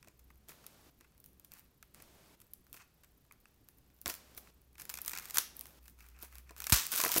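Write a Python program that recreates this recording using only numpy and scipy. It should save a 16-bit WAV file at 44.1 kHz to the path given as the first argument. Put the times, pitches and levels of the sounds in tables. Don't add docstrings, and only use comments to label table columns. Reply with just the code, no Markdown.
import sys
import numpy as np
from scipy import signal
from scipy.fft import rfft, irfft, next_fast_len
from scipy.io import wavfile
from scipy.ndimage import uniform_filter1d, map_coordinates

SR = 44100
rng = np.random.default_rng(int(sys.argv[2]) if len(sys.argv) > 2 else 0)


def log_audio(samples):
    frames = np.atleast_2d(samples).T
    limited = np.clip(frames, -1, 1)
    pcm = np.round(limited * 32767).astype(np.int16)
    wavfile.write(sys.argv[1], SR, pcm)


N = 317520

# (frequency [Hz], relative gain [dB])
BODY_BAND = [(400, -21.5), (850, -6), (1250, 1.5), (1900, -1.5), (2600, 1.5), (4200, -43)]
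SHEET_BAND = [(1800, -12), (3300, 0), (6000, 3), (8800, 2), (11500, -25)]
EDGE_BAND = [(7000, -23), (9300, 1.5), (12500, 6.5), (15700, 4.5), (16300, -16), (17500, -33)]
# (time [s], level [dB], brightness [dB/band])
CREASES = [(0.028, -51, -3), (0.046, -56, -2), (0.0731, -52, -3), (0.0837, -50.7, 0), (0.1927, -53.7, 5.9),
           (0.3034, -52.5, -13), (0.4855, -45, 7), (0.492, -44, 2.5), (0.5171, -51, -6), (0.642, -51.5, -3),
           (0.665, -39, 8.5), (1.009, -51, -1), (1.0443, -57, -9), (1.201, -51.6, 16), (1.242, -49, 7),
           (1.2606, -47.5, 11), (1.3966, -50.2, 9.5), (1.447, -46, 8), (1.5189, -43.5, 5.5),
           (1.5372, -44.5, 10.1), (1.5946, -49.5, 13), (1.8267, -45.5, 0), (1.946, -47, 3),
           (2.0012, -50.2, -2.5), (2.022, -46.5, 5.4), (2.4026, -50.5, 7), (2.4153, -49, 6),
           (2.535, -38, 15.5), (2.729, -42.5, 6), (2.742, -46.5, -2), (3.035, -51.5, 0), (3.0441, -54.1, 2),
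           (3.3108, -49, -11), (3.323, -50.5, 4.0), (3.4558, -50, -6.5), (3.6868, -46.5, 7),
           (3.785, -58, 7.3), (4.015, -41, 13.5), (4.0236, -58, 5), (4.0591, -23.6, 0.8),
           (4.069, -34.1, -1), (4.079, -28.5, 12), (4.0981, -35, -5), (4.14, -36.5, 7), (4.1512, -44, 7),
           (4.349, -52, 3), (4.3666, -50, 8), (4.3767, -39, 2), (4.473, -52, -9), (4.754, -53, -3),
           (4.7813, -47.5, -0.8), (4.7975, -38, 2.6), (4.8105, -41, 6), (4.8183, -37.5, 6), (4.853, -42, 5),
           (4.8941, -34, 2), (4.8987, -30.5, 4.5), (4.9403, -32.5, 4.0), (4.954, -38, 5), (4.973, -36, 2),
           (4.9871, -37.5, -0.5), (5.008, -49, 8), (5.017, -32.2, 17), (5.0489, -39.5, 3),
           (5.0608, -31.5, 13.6), (5.0791, -26, 7.3), (5.095, -31, 9.1), (5.1104, -40.5, 1),
           (5.1167, -36, 5), (5.1335, -31, -1.2), (5.151, -34.9, 4), (5.1617, -36.1, -5),
           (5.1747, -31.5, 3.2), (5.186, -32.5, 3), (5.1973, -38, 1), (5.255, -38.5, 3), (5.2987, -39.5, 4),
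           (5.3076, -34, 4), (5.322, -52, -1), (5.345, -31, 9), (5.3568, -37, 2), (5.363, -41, 10),
           (5.3716, -20.5, 2), (5.3833, -14, 7), (5.5667, -40, 17), (5.5934, -38, 13), (5.61, -34.5, 10),
           (5.6564, -43.5, 2), (5.6685, -47, 8), (5.8566, -54.5, -1), (5.8805, -46.5, 1.5),
           (5.8977, -55, 10), (5.989, -57, 2), (6.0058, -50, -1.5), (6.0868, -51, 6), (6.189, -52, 5),
           (6.202, -54, 10), (6.2262, -36.1, 15), (6.2311, -41, 9), (6.249, -46, 9), (6.3262, -52, 1),
           (6.3545, -44.5, 3), (6.3832, -43, 6.5), (6.493, -46.5, -5.5), (6.508, -47, -0.5),
           (6.5646, -47, 0.5), (6.5804, -44, 8), (6.603, -32.5, 3.5), (6.62, -36, 2), (6.6418, -33, 3),
           (6.668, -25.5, 1.9), (6.6973, -25, 2), (6.701, -25, 9), (6.7228, -13.5, 4.5), (6.7249, -14, 3),
           (6.7298, -15.5, 2), (6.735, -23, 8), (6.7408, -19, 2.8), (6.8666, -28, 5), (6.9186, -27.4, 8),
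           (6.9212, -33, 15), (6.9366, -26.5, 0), (6.9604, -33, 12), (6.984, -27, 5), (7.001, -21.5, 0),
           (7.015, -32, -9), (7.038, -21.5, 0.5), (7.0496, -21.5, 1.5), (7.0616, -26.5, -10),
           (7.083, -37, 13), (7.091, -30.5, -1), (7.115, -34, 9.5), (7.1418, -25.6, 6.8),
           (7.1629, -23.5, 1.5), (7.1733, -24.5, 0), (7.1823, -20, 18)]
def snaps(creases, length):
    time_s, level_db, bright_db = np.transpose(creases)
    body, sheet, edge = band_gains(level_db, bright_db, sheet_db=0, sheet_db_per_db=0.092)
    stretch = length * amp(4.2 * rng.standard_normal(len(time_s)))
    return (coloured(puffs(time_s, body, t60_s=0.017 * stretch), BODY_BAND)
            + coloured(puffs(time_s, sheet, t60_s=0.011 * stretch), SHEET_BAND)
            + coloured(puffs(time_s, edge, t60_s=0.0053 * stretch), EDGE_BAND))


def stray_creases(per_s=14, level_db=-65.5, bright_db=4.5):
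    count = int(per_s * N / SR)
    scatter = rng.standard_normal((count, 2))
    time_s = rng.random(count) * N / SR
    return np.c_[time_s, level_db + 4 * scatter[:, 0], bright_db + 6 * scatter[:, 1]]


def band_gains(level_db, bright_db, sheet_db, sheet_db_per_db):
    quiet_db = -50
    middle_db = sheet_db + sheet_db_per_db * (level_db - quiet_db)
    edge_db = bright_db + 0.53 * np.minimum(bright_db, 0)
    slope = amp([-bright_db, middle_db, edge_db])
    return amp(level_db) * slope / np.linalg.norm(slope, axis=0)


def puffs(time_s, gain, t60_s):
    t = np.arange(400) / SR
    swell = 1 - np.exp(-t / (0.032 * t60_s[:, None]))
    grains = rng.standard_normal((len(time_s), len(t))) * swell * amp(-60 * t / t60_s[:, None])
    grains[:, 6] = 1.8 * np.sign(grains[:, 6])
    grains *= gain[:, None] * np.sqrt(SR / 1000) / np.linalg.norm(grains, axis=1, keepdims=True)
    at = np.round(time_s * SR).astype(int)[:, None] + np.arange(len(t))
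    return np.bincount(at.ravel(), grains.ravel(), N + SR)[:N]


# (start [s], hold [s], fade t60 [s], level [dB], brightness [dB/band])
STROKES = [(0.49, 0.011, 0.16, -56, 5), (1.248, 0.034, 0.16, -71.5, 12), (1.521, 0.072, 0.13, -62, 0.5),
           (2.735, 0.016, 0.088, -56.5, 8), (2.766, 0.0063, 0.05, -53, 0), (2.802, 0.024, 0.036, -57, -6),
           (4.066, .03, 0.06, -48.5, 0), (4.096, 0.0074, 0.079, -40, 4.5), (4.12, .03, .2, -64.5, 10),
           (4.375, 0.0084, 0.04, -45.5, 10.5), (4.791, 0.013, .1, -54.5, 6.5),
           (4.903, 0.0087, 0.12, -52.5, 3), (4.93, .1, .2, -67, 0), (5.05, .13, .2, -58, 1.5),
           (5.14, 0.064, .06, -63, -6), (5.223, 0.068, .12, -53.5, 1.5), (5.345, 0.049, 0.15, -37.5, 5),
           (5.56, 0.15, .2, -64.5, 5), (5.826, 0.067, .2, -68, 5), (5.989, .06, 0.47, -64.5, -0.5),
           (6.158, 0.091, .2, -68, -7), (6.218, 0.025, .12, -55, 3), (6.321, 0.069, .1, -63, -0.5),
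           (6.47, 0.041, .15, -68, -3.5), (6.578, 0.086, .1, -55, 2), (6.705, 0.013, .1, -48.5, -1),
           (6.729, 0.01, 0.34, -23.5, 2.5), (6.922, 0.095, 0.16, -34, 5.5), (7.034, .06, 0.26, -40, 4.5),
           (7.114, 0.052, .1, -36, 2.5), (7.162, 0.02, .06, -31.5, 10)]
def rustle():
    t = np.arange(N) / SR
    gains = np.zeros((3, N))
    for start_s, hold_s, fade_s, level_db, bright_db in STROKES:
        rise_s = 0.017 + 0.36 * hold_s
        rise_db = -60 * np.maximum(start_s - t, 0) / rise_s
        fade_db = -60 * np.maximum(t - start_s - hold_s, 0) / fade_s
        bands = band_gains(level_db, bright_db, sheet_db=1.5, sheet_db_per_db=0.17)
        gains += bands[:, None] * amp(rise_db + fade_db)
    fine = crackle(per_s=450, spread_db=4.0, t60_s=0.0062, rub_gain=0.5)
    coarse = crackle(per_s=350, spread_db=3.5, t60_s=0.014, rub_gain=0.77)
    body = coloured(0.33 * fine + 0.86 * coarse, BODY_BAND)
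    sheet = coloured(0.85 * fine + 0.18 * coarse, SHEET_BAND)
    edge = coloured(fine, EDGE_BAND)
    return (gains * [body, sheet, edge]).sum(axis=0)


def crackle(per_s, spread_db, t60_s, rub_gain):
    pool = rng.random((int(N / SR * 900), 2))
    when, size = pool[np.arange(len(pool)) < per_s * N / SR].T
    size_db = -spread_db * np.log(1 - 0.97 * size)
    grains = puffs(when * N / SR, amp(size_db), np.full(len(when), t60_s))
    return unit(unit(grains) + rub_gain * rng.standard_normal(N))


# (frequency [Hz], gain [dB], t60 [s])
CASE_MODES = [(243, -3, 0.064), (340, 9.5, 0.029), (436, -1, 0.068), (551, -1.5, 0.049), (654, 5, 0.031),
              (1005, 5, 0.048)]
# (time [s], level [dB], pitch favoured by the struck spot [Hz])
KNOCKS = [(0.074, -57, 446), (0.492, -59, 402), (1.009, -63.5, 400), (2.001, -70, 400), (2.744, -61, 553),
          (4.061, -43, 507), (4.085, -45.5, 560), (4.1, -48.5, 470), (4.375, -60, 500), (5.133, -58, 400),
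          (5.381, -47, 705), (6.23, -54, 450), (6.507, -52.5, 660), (6.938, -50, 400), (6.995, -39.5, 750),
          (7.037, -33.5, 890), (7.06, -36.5, 430), (7.096, -42.5, 950), (7.162, -32.5, 520),
          (7.18, -34.5, 420)]
def case_knocks():
    out, t = np.zeros(N + SR), np.arange(SR // 4) / SR
    mode_hz, mode_db, t60_s = np.transpose(CASE_MODES)[:, :, None]
    attack = 1 - np.exp(-t / 0.001)
    for time_s, knock_db, spot_hz in KNOCKS:
        grip = amp(rng.normal(0, 0.35, mode_hz.shape))
        scatter_db = rng.normal(0, 2, mode_hz.shape)
        level_db = knock_db + mode_db - 5.5 * np.log2(mode_hz / spot_hz) ** 2 + scatter_db
        rings = amp(level_db - 60 * t / t60_s) * np.sin(2 * np.pi * mode_hz * grip * t)
        out[round(time_s * SR):][:len(t)] += attack * rings.sum(axis=0)
    return out[:N]


# (time [s], level [dB], first pitch [Hz], last pitch [Hz], t60 [s])
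JOLTS = [(4.064, -44, 150, 60, .12), (6.7245, -19.5, 230, 49, .1)]
def case_thumps(sag_s=0.004):
    out, t = np.zeros(N + SR), np.arange(SR // 4) / SR
    for time_s, level_db, first_hz, last_hz, t60_s in JOLTS:
        cycles = np.cumsum(last_hz + (first_hz - last_hz) * np.exp(-t / sag_s)) / SR
        out[round(time_s * SR):][:len(t)] += amp(level_db - 60 * t / t60_s) * np.sin(2 * np.pi * cycles)
    return out[:N]


# (frequency [Hz], t60 [s])
ROOM_DECAY = [(300, 0.09), (2000, 0.43), (6000, 0.38), (14000, 0.24)]
def room(x, delay_samples=150):
    out, step = np.zeros(N + 2 * SR), SR // 8
    for start in range(0, N, step):
        hz, t, spectrum = signal.stft(rng.standard_normal(SR // 2), SR, nperseg=256)
        decay = amp(-60 * t / along(ROOM_DECAY, hz)[:, None])
        tail = signal.istft(spectrum * decay, SR, nperseg=256)[1]
        reverb = signal.fftconvolve(x[start:start + step], tail / np.linalg.norm(tail))
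        out[start + delay_samples:][:len(reverb)] += reverb
    return out[:N]


# (start [s], end [s])
HISS_LIFTS = [(0.48, .9), (1.949, 2.354), (4.053, 4.506), (4.79, 5.792), (6.577, 7.3)]
# (frequency [Hz], relative density [dB])
HISS_SPECTRUM = [(60, 1), (150, 11.5), (400, 9), (800, 6), (2000, 0.5), (5000, -1.5), (10000, -5.5),
                 (13000, -5), (15600, -5), (16100, -31.5)]
def hiss(lift_db=10.5):
    t = np.arange(N) / SR
    steps_db = lift_db * sum((t > start_s) & (t < end_s) for start_s, end_s in HISS_LIFTS)
    return amp(-75.5 + uniform_filter1d(steps_db, size=300) + 0.52 * wobble(11)) * noise(HISS_SPECTRUM)


# (frequency [Hz], relative density [dB])
RUMBLE_SPECTRUM = [(20, -5), (50, 1), (150, -3), (400, -11.5), (1000, -39.5)]
def rumble():
    return amp(-71.5 + 0.76 * wobble(4.07) + 1.9 * wobble(25)) * noise(RUMBLE_SPECTRUM)


# (time [s], level [dB])
HUM_LEVELS = [(0, -78), (.3, -59), (.62, -76), (1.9, -70.5), (3.3, -74), (4.5, -66), (5, -66.5),
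              (5.65, -64), (6.3, -56), (6.65, -57), (6.85, -78), (7.2, -75)]
def hum(pitch_hz=61.5):
    cycles = np.cumsum(pitch_hz + 3 * wobble(22)) / SR
    level_db = np.interp(np.arange(N) / SR, *np.transpose(HUM_LEVELS)) + 1.8 * wobble(19)
    return amp(level_db) * np.sin(2 * np.pi * cycles)


# (frequency [Hz], relative density [dB])
BUZZ_SPECTRUM = [(9500, -35.5), (10800, -10.5), (11800, 1.5), (13000, -10), (15000, -3), (16200, -27.5)]
def buzz(rate_hz=30):
    t = np.arange(N) / SR
    pulses = (0.5 + 0.5 * np.cos(2 * np.pi * rate_hz * (t - 0.0125))) ** 2.3
    return amp(-75.5 + 3.0 * wobble(34)) * pulses * noise(BUZZ_SPECTRUM)


def amp(db):
    return 10 ** (np.asarray(db) / 20)


def unit(x):
    return x / np.sqrt(np.mean(x ** 2) + 1e-20)


def along(points, hz):
    knots_hz, values = np.transpose(points)
    return np.interp(np.log(hz + 1), np.log(knots_hz + 1), values)


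def wobble(knots_per_s):
    knots = rng.standard_normal(int(N * knots_per_s / SR) + 4)
    return map_coordinates(knots, [np.arange(N) * knots_per_s / SR])


def coloured(x, spectrum, size=4096):
    gain = amp(along(spectrum, np.fft.rfftfreq(size, 1 / SR)))
    cepstrum = irfft(np.log(gain), size)
    cepstrum[1:size // 2] *= 2
    cepstrum[size // 2 + 1:] = 0
    impulse = irfft(np.exp(rfft(cepstrum)), size)
    return signal.fftconvolve(x, impulse / np.linalg.norm(impulse))[:N]


def noise(spectrum):
    return unit(coloured(rng.standard_normal(N), spectrum))


def scene():
    rubs = rustle()
    case = case_knocks() + case_thumps()
    creases = np.r_[CREASES, stray_creases()]
    to_walls = amp(-11.5) * snaps(creases, length=0.18) + amp(-10.0) * rubs + amp(-9.5) * case
    direct = snaps(creases, length=0.94) + rubs + case
    return (direct + room(to_walls) + hiss() + rumble() + hum() + buzz())[None]


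def record(dry):
    top_hz, size = 16900, next_fast_len(N + SR)
    passband = np.fft.rfftfreq(size, 1 / SR) < top_hz
    return irfft(rfft(dry, size) * passband, size)[:, :N]


dry = scene()
out = record(dry)
log_audio(out)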